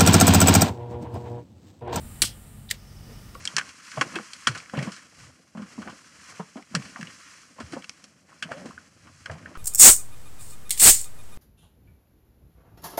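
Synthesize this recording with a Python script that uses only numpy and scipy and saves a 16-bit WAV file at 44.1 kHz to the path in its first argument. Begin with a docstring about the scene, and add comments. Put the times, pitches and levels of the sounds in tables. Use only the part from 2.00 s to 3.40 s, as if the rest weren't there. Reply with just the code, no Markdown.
"""A low hum, rumble and a thin gas hiss in a quiet room, then a metal lighter snaps hard, close up.
Its sprung part strikes, rebounds and sets the case ringing. Half a second later the catch hits
its stop with a shorter, drier click, after which the faint hiss sits lower in pitch.
The hand shifts its grip, rubbing the case, and knocks softly at the end."""
import sys
import numpy as np
from scipy import signal
from scipy.fft import rfft, irfft
from scipy.io import wavfile

SR = 44100
rng = np.random.default_rng(int(sys.argv[2]) if len(sys.argv) > 2 else 0)


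def unload_audio(sound):
    """Save the sound as a 16-bit wav file, at the path given as the first command line argument."""
    columns = np.transpose(np.atleast_2d(sound))
    # keep every value between -1 and 1, then stretch to whole-number steps
    steps = np.round(np.clip(columns, -1, 1) * 32767)
    wavfile.write(sys.argv[1], SR, steps.astype(np.int16))


N = 61739


def from_db(db):
    """Decibels to gain."""
    return 10 ** (np.asarray(db) / 20)


def unit_rms(x):
    """Scale to unit rms."""
    return x / np.sqrt(np.mean(x ** 2) + 1e-20)


def seconds():
    """The time axis."""
    return np.arange(N) / SR


def fader(points):
    """Gain ride through (time_s, level_db) points."""
    return from_db(np.interp(seconds(), *np.transpose(points)))


def swell(peak_s, width_s):
    """A smooth fade in and out."""
    return np.exp(-.5 * ((seconds() - peak_s) / width_s) ** 2)


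def decay(start_s, t60_s):
    """Instant attack, exponential tail."""
    age = seconds() - start_s
    return (age >= 0) * np.exp(-np.log(1000) * np.maximum(age, 0) / t60_s)


def drift(rate_hz):
    """Slow random wander."""
    knots = rng.standard_normal(64)
    return np.interp(seconds() * rate_hz, np.arange(len(knots)), knots)


def at_hz(curve, hz):
    """Read a curve on a log-frequency axis."""
    freqs, values = np.transpose(curve)
    return np.interp(np.log(hz + 0.00092), np.log(freqs), values)


def noise(eq):
    """Unit-rms noise shaped by an EQ curve."""
    gain = from_db(at_hz(eq, np.fft.rfftfreq(N, 1 / SR)))
    return unit_rms(irfft(rfft(rng.standard_normal(N)) * gain, N))


def resonant_noise(hz, width_hz):
    """Unit-rms noise passed twice through one resonance."""
    b, a = signal.iirpeak(hz, hz / np.minimum(1.5 * width_hz, SR / 4), fs=SR)
    return unit_rms(signal.lfilter(b, a, signal.lfilter(b, a, rng.standard_normal(N))))


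def noise_peaks(peaks):
    """A stack of resonant noise bands."""
    return sum(from_db(db) * resonant_noise(hz, width_hz) for hz, width_hz, db in peaks)


def ring(start_s, modes, spread_db=0):
    """Modes struck together in alternating polarity, their levels scattered by spread_db."""
    age = seconds() - start_s
    out = 0
    for k, (hz, db, t60_s) in enumerate(modes):
        gain = (-1) ** k * from_db(db + spread_db * rng.standard_normal())
        out += gain * decay(start_s, t60_s) * np.sin(2 * np.pi * hz * age)
    return out


def soften(x, corner_hz):
    """One-pole low-pass: a softer contact."""
    pole = np.exp(-2 * np.pi * corner_hz / SR)
    return signal.lfilter([1 - pole], [1, -pole], x + 1e-18)


def low_cut(x, corner_hz):
    """High-pass: small metal parts radiate little bass."""
    return signal.sosfilt(signal.butter(2, corner_hz, "high", fs=SR, output="sos"), x + 1e-18)


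def linger(energy, delay_s, t60_s):
    """Smear energy into a pre-delayed exponential tail."""
    pole = from_db(-60 / (t60_s * SR)) ** 2
    tail = signal.lfilter([1 - pole], [1, -pole], energy)
    return np.interp(seconds() - delay_s, seconds(), tail, left=0)


# Partials of the hum: pitch_hz, level_db
HUM_PARTIALS = [(48.4, -52), (96.9, -55.5), (140, -54.5), (193.8, -61.5), (217, -61.5)]
# Faint resonances in the air: centre_hz, width_hz, gain_db
AIR_PEAKS = [(1218, 34, -14.5), (1389, 99, -17), (1840, 190, -16), (2978, 89, -18)]
# Tone of the air and the rumble: freq_hz, gain_db
AIR_EQ = [(100, 4), (450, -3.5), (700, -3.5), (1000, -5.5), (1250, -7), (2300, -8), (3000, -9.5),
          (4200, -11.5), (6300, -16), (8500, -11), (11000, -15.5), (15500, -15)]
RUMBLE_EQ = [(15, -7.5), (32, 0.5), (70, 3.5), (120, 4.5), (170, -5), (220, -2), (290, -11.5), (450, -18.5),
             (900, -23.5), (3000, -76)]
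# Their level rides: time_s, level_db
AIR_FADER = [(0, -53), (.2, -52.5), (.4, -56), (.65, -58.5), (.85, -56.5), (1.0, -55.5), (1.15, -53),
             (1.4, -53.5)]
RUMBLE_FADER = [(0, -41), (.2, -45.5), (.55, -48.5), (.85, -51.5), (1.1, -44.5), (1.4, -50)]
def room_tone():
    """The bed: airy noise, low rumble and a wavering hum."""
    hum = 0
    for hz, db in HUM_PARTIALS:
        waver = 1 + .25 * drift(rate_hz=3)
        hum += np.sqrt(2) * from_db(db) * waver * np.sin(2 * np.pi * (hz * seconds() + rng.random()))
    air = noise(AIR_EQ) + noise_peaks(AIR_PEAKS)
    return fader(AIR_FADER) * air + fader(RUMBLE_FADER) * noise(RUMBLE_EQ) + hum


# Decay of the far-wall tail: freq_hz, t60_s
WALL_DECAY = [(300, 0.13), (1500, 0.19), (3500, 0.19), (8000, 0.12), (15000, 0.2)]
# Tone of that tail: freq_hz, gain_db
WALL_EQ = [(300, 1), (1200, -5.5), (2200, -8.5), (3100, 0.5), (4000, -6.5), (5500, -0.5), (8000, -3),
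           (11000, -6.5), (15000, -2)]
def room_reverb(x, early_db, late_db):
    """Each band's energy lingers in near reflections, then returns from the walls as a diffuse wash."""
    edges_hz = np.concatenate([[250, 500, 900], np.geomspace(1400, 16500, 20)])
    white = rng.standard_normal((2, N))
    wet = 0
    for k, (low, high) in enumerate(zip(edges_hz, edges_hz[1:])):
        band = signal.butter(2, [low, high], "band", fs=SR, output="sos")
        centre_hz = np.sqrt(low * high)
        energy = signal.sosfilt(band, x + 1e-12 * white[0]) ** 2
        early = from_db(early_db) ** 2 * linger(energy, delay_s=.004, t60_s=.07)
        wall_gain = from_db(late_db + at_hz(WALL_EQ, centre_hz))
        late = wall_gain ** 2 * linger(energy, delay_s=.0245, t60_s=at_hz(WALL_DECAY, centre_hz))
        wet += np.sqrt(early + late) * unit_rms(signal.sosfilt(band, white[k % 2]))
    return wet


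# Tone of the high hiss: freq_hz, gain_db
HIGH_HISS_EQ = [(3000, -42), (6500, -24), (7400, -2.5), (8300, -6), (9800, -7), (10700, -10), (11600, -6),
                (13000, -12.5), (15500, -11)]
# Resonances of each hiss: centre_hz, width_hz, gain_db
HIGH_HISS_PEAKS = [(7400, 900, -16.5), (8300, 150, -9), (9000, 200, -10.5), (9730, 250, -10.5)]
LOW_HISS_PEAKS = [(2980, 200, -20), (4840, 270, 0), (5326, 72, 1), (5920, 750, 0.5)]
# Crossfade from high to low around the click: time_s, level_db
HIGH_HISS_FADER = [(0, -52.5), (.2, -52), (.35, -56), (.69, -60), (.73, -80)]
LOW_HISS_FADER = [(.69, -89), (.74, -63.5), (.95, -61), (1.15, -59), (1.4, -63.5)]
def gas_hiss():
    """Gas hisses through narrow resonances, thin and high at first, then lower."""
    high = unit_rms(noise(HIGH_HISS_EQ) + noise_peaks(HIGH_HISS_PEAKS))
    low = unit_rms(noise_peaks(LOW_HISS_PEAKS))
    return fader(HIGH_HISS_FADER) * high + fader(LOW_HISS_FADER) * low


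# The lighter bumps in the hand: start_s, thud_db, hollow_db
KNOCKS = [(.2235, -24, -37), (0.2388, -28, -36), (0.7145, -42.5, -59), (1.352, -46, -33)]
# Low thud and hollow ring of a knock: pitch_hz, gain_db, t60_s
THUD_MODES = [(91.8, -2, 0.064), (210, -5.5, 0.054), (346, -3, 0.025)]
HOLLOW_MODES = [(520, -9, .06), (930, -8, .03), (1130, -3, .055), (1400, -10, .04), (2100, -10, .015)]
# Fingers rub the case: peak_s, width_s, level_db
RUBS = [(.735, 0.017, -54), (1.112, 0.017, -52), (1.358, 0.0077, -50.5)]
# Tone of a rub: freq_hz, gain_db
RUB_EQ = [(200, -38), (450, 10), (800, -10.5), (2000, -9), (5000, -30), (15000, -21)]
# Metal scrapes on metal: peak_s, width_s, level_db, centre_hz, width_hz
SCRAPES = [(0.241, 0.003, -32, 1350, 910), (0.6927, 0.0027, -44, 3570, 1000),
           (0.7033, 0.0022, -37.5, 5500, 4000), (.743, .005, -47.5, 2510, 1200),
           (1.11, 0.016, -69, 2010, 3000), (1.35, 0.0038, -50.5, 2940, 3500)]
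def handling():
    """The hand works the lighter: knocks dulled by flesh, finger rubs and tiny scrapes."""
    knocks = sum(from_db(thud_db) * ring(start_s, THUD_MODES)
                 + from_db(hollow_db) * ring(start_s, HOLLOW_MODES, spread_db=4)
                 for start_s, thud_db, hollow_db in KNOCKS)
    rubs = sum(from_db(db) * swell(peak_s, width_s) for peak_s, width_s, db in RUBS) * noise(RUB_EQ)
    scrapes = sum(from_db(db) * swell(peak_s, width_s) * resonant_noise(hz, width_hz)
                  for peak_s, width_s, db, hz, width_hz in SCRAPES)
    return soften(knocks, corner_hz=2500) + rubs + scrapes


def metal_hits(hits, crack_eq, modes, crack_db, crack_t60_s, ring_db):
    """Each contact gives a short, dense crack and sets the metal ringing."""
    out = 0
    for start_s, db, brightness_hz in hits:
        crack = from_db(crack_db) * noise(crack_eq) * decay(start_s, crack_t60_s)
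        ringing = from_db(ring_db) * ring(start_s, modes, spread_db=-2.0)
        out += from_db(db) * soften(crack + ringing, brightness_hz)
    return out


# Light ticks of the sliding catch, then the stop: start_s, gain_db, brightness_hz
CLICK_HITS = [(.7023, -24, 14000), (.7038, -20.5, 12100), (.7082, -18.5, 12000), (.7102, -8.5, 14000),
              (.7112, -1, 12200), (.7130, -12.5, 15000)]
# Tone of their crack: freq_hz, gain_db
CLICK_EQ = [(400, -45), (1100, -23), (1700, -6.5), (2700, 0.5), (4600, 3.5), (6500, -3), (7800, 2),
            (10500, -5), (15500, -6)]
# Choked ring of the catch: pitch_hz, gain_db, t60_s
CATCH_MODES = [(1800, 4, .017), (2050, 2, .014), (2600, -6, .012), (3080, -9, .014), (3500, -6, .016),
               (3900, -5, .018), (4280, -6, .018), (4910, -2, .016), (5820, -9, .018), (6210, -11, .018),
               (7120, -6, .016), (7750, -7, .016), (8140, -7, .018), (9360, -12, .016), (12300, -8, .014),
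               (14000, -12, .012)]
def catch_click():
    """The catch slides and hits its stop, damped by the hand."""
    hits = metal_hits(CLICK_HITS, CLICK_EQ, CATCH_MODES, crack_db=-15, crack_t60_s=.022, ring_db=-20)
    direct = low_cut(hits, corner_hz=1280)
    return direct + room_reverb(direct, early_db=-16, late_db=-21)


# Hard strike and rebounds: start_s, gain_db, brightness_hz
SNAP_HITS = [(.2189, 2, 9000), (.2216, 2, 14800), (.2228, 2, 11550), (.2272, -17, 9000),
             (.2314, -10, 11850)]
# Tone of their crack: freq_hz, gain_db
SNAP_EQ = [(300, -39), (1000, -24), (1500, -16.5), (2300, -9.5), (2800, -5.5), (3700, -10), (4500, -6),
           (5800, -2), (6400, -21), (7200, -13.5), (8200, -0.5), (9300, -12), (10300, -1.5), (11500, -14.5),
           (13500, -16), (15500, -20)]
# Bright ring of the case and brief ping of the striker: pitch_hz, gain_db, t60_s
CASE_MODES = [(2804, -7, .07), (3165, -12, .22), (3316, -7, .15), (3462, -12, .16), (4152, -5, .11),
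              (4258, -3, .14), (4457, -3, .14), (4690, -5, .12), (4818, -5, .12), (5140, -9, .16),
              (5712, -6, .15), (7820, -5, .14), (8156, -5, .14), (10218, 1, .08)]
STRIKER_MODES = [(3700, -11, .008), (4537, -4.5, 0.012), (5730, -19, 0.017), (7300, -4.5, 0.0041)]
def lighter_snap():
    """The sprung part strikes with a ping, rebounds and rings the case."""
    hits = metal_hits(SNAP_HITS, SNAP_EQ, CASE_MODES, crack_db=-12.5, crack_t60_s=.025, ring_db=-36.5)
    ping = ring(SNAP_HITS[0][0], STRIKER_MODES)
    direct = low_cut(hits + ping, corner_hz=800)
    return direct + room_reverb(direct, early_db=-10, late_db=-9)


def scene():
    """All layers, mixed to mono."""
    return (lighter_snap() + catch_click() + handling() + gas_hiss() + room_tone())[None]


def record(dry):
    """Soft clipping rounds the peaks; a steep low-pass trims the top end."""
    ceiling, cutoff_hz = 0.69, 15700
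    low_pass = signal.ellip(12, .1, 70, cutoff_hz, fs=SR, output="sos")
    return signal.sosfilt(low_pass, ceiling * np.tanh(dry / ceiling))


dry = scene()
out = record(dry)
unload_audio(out)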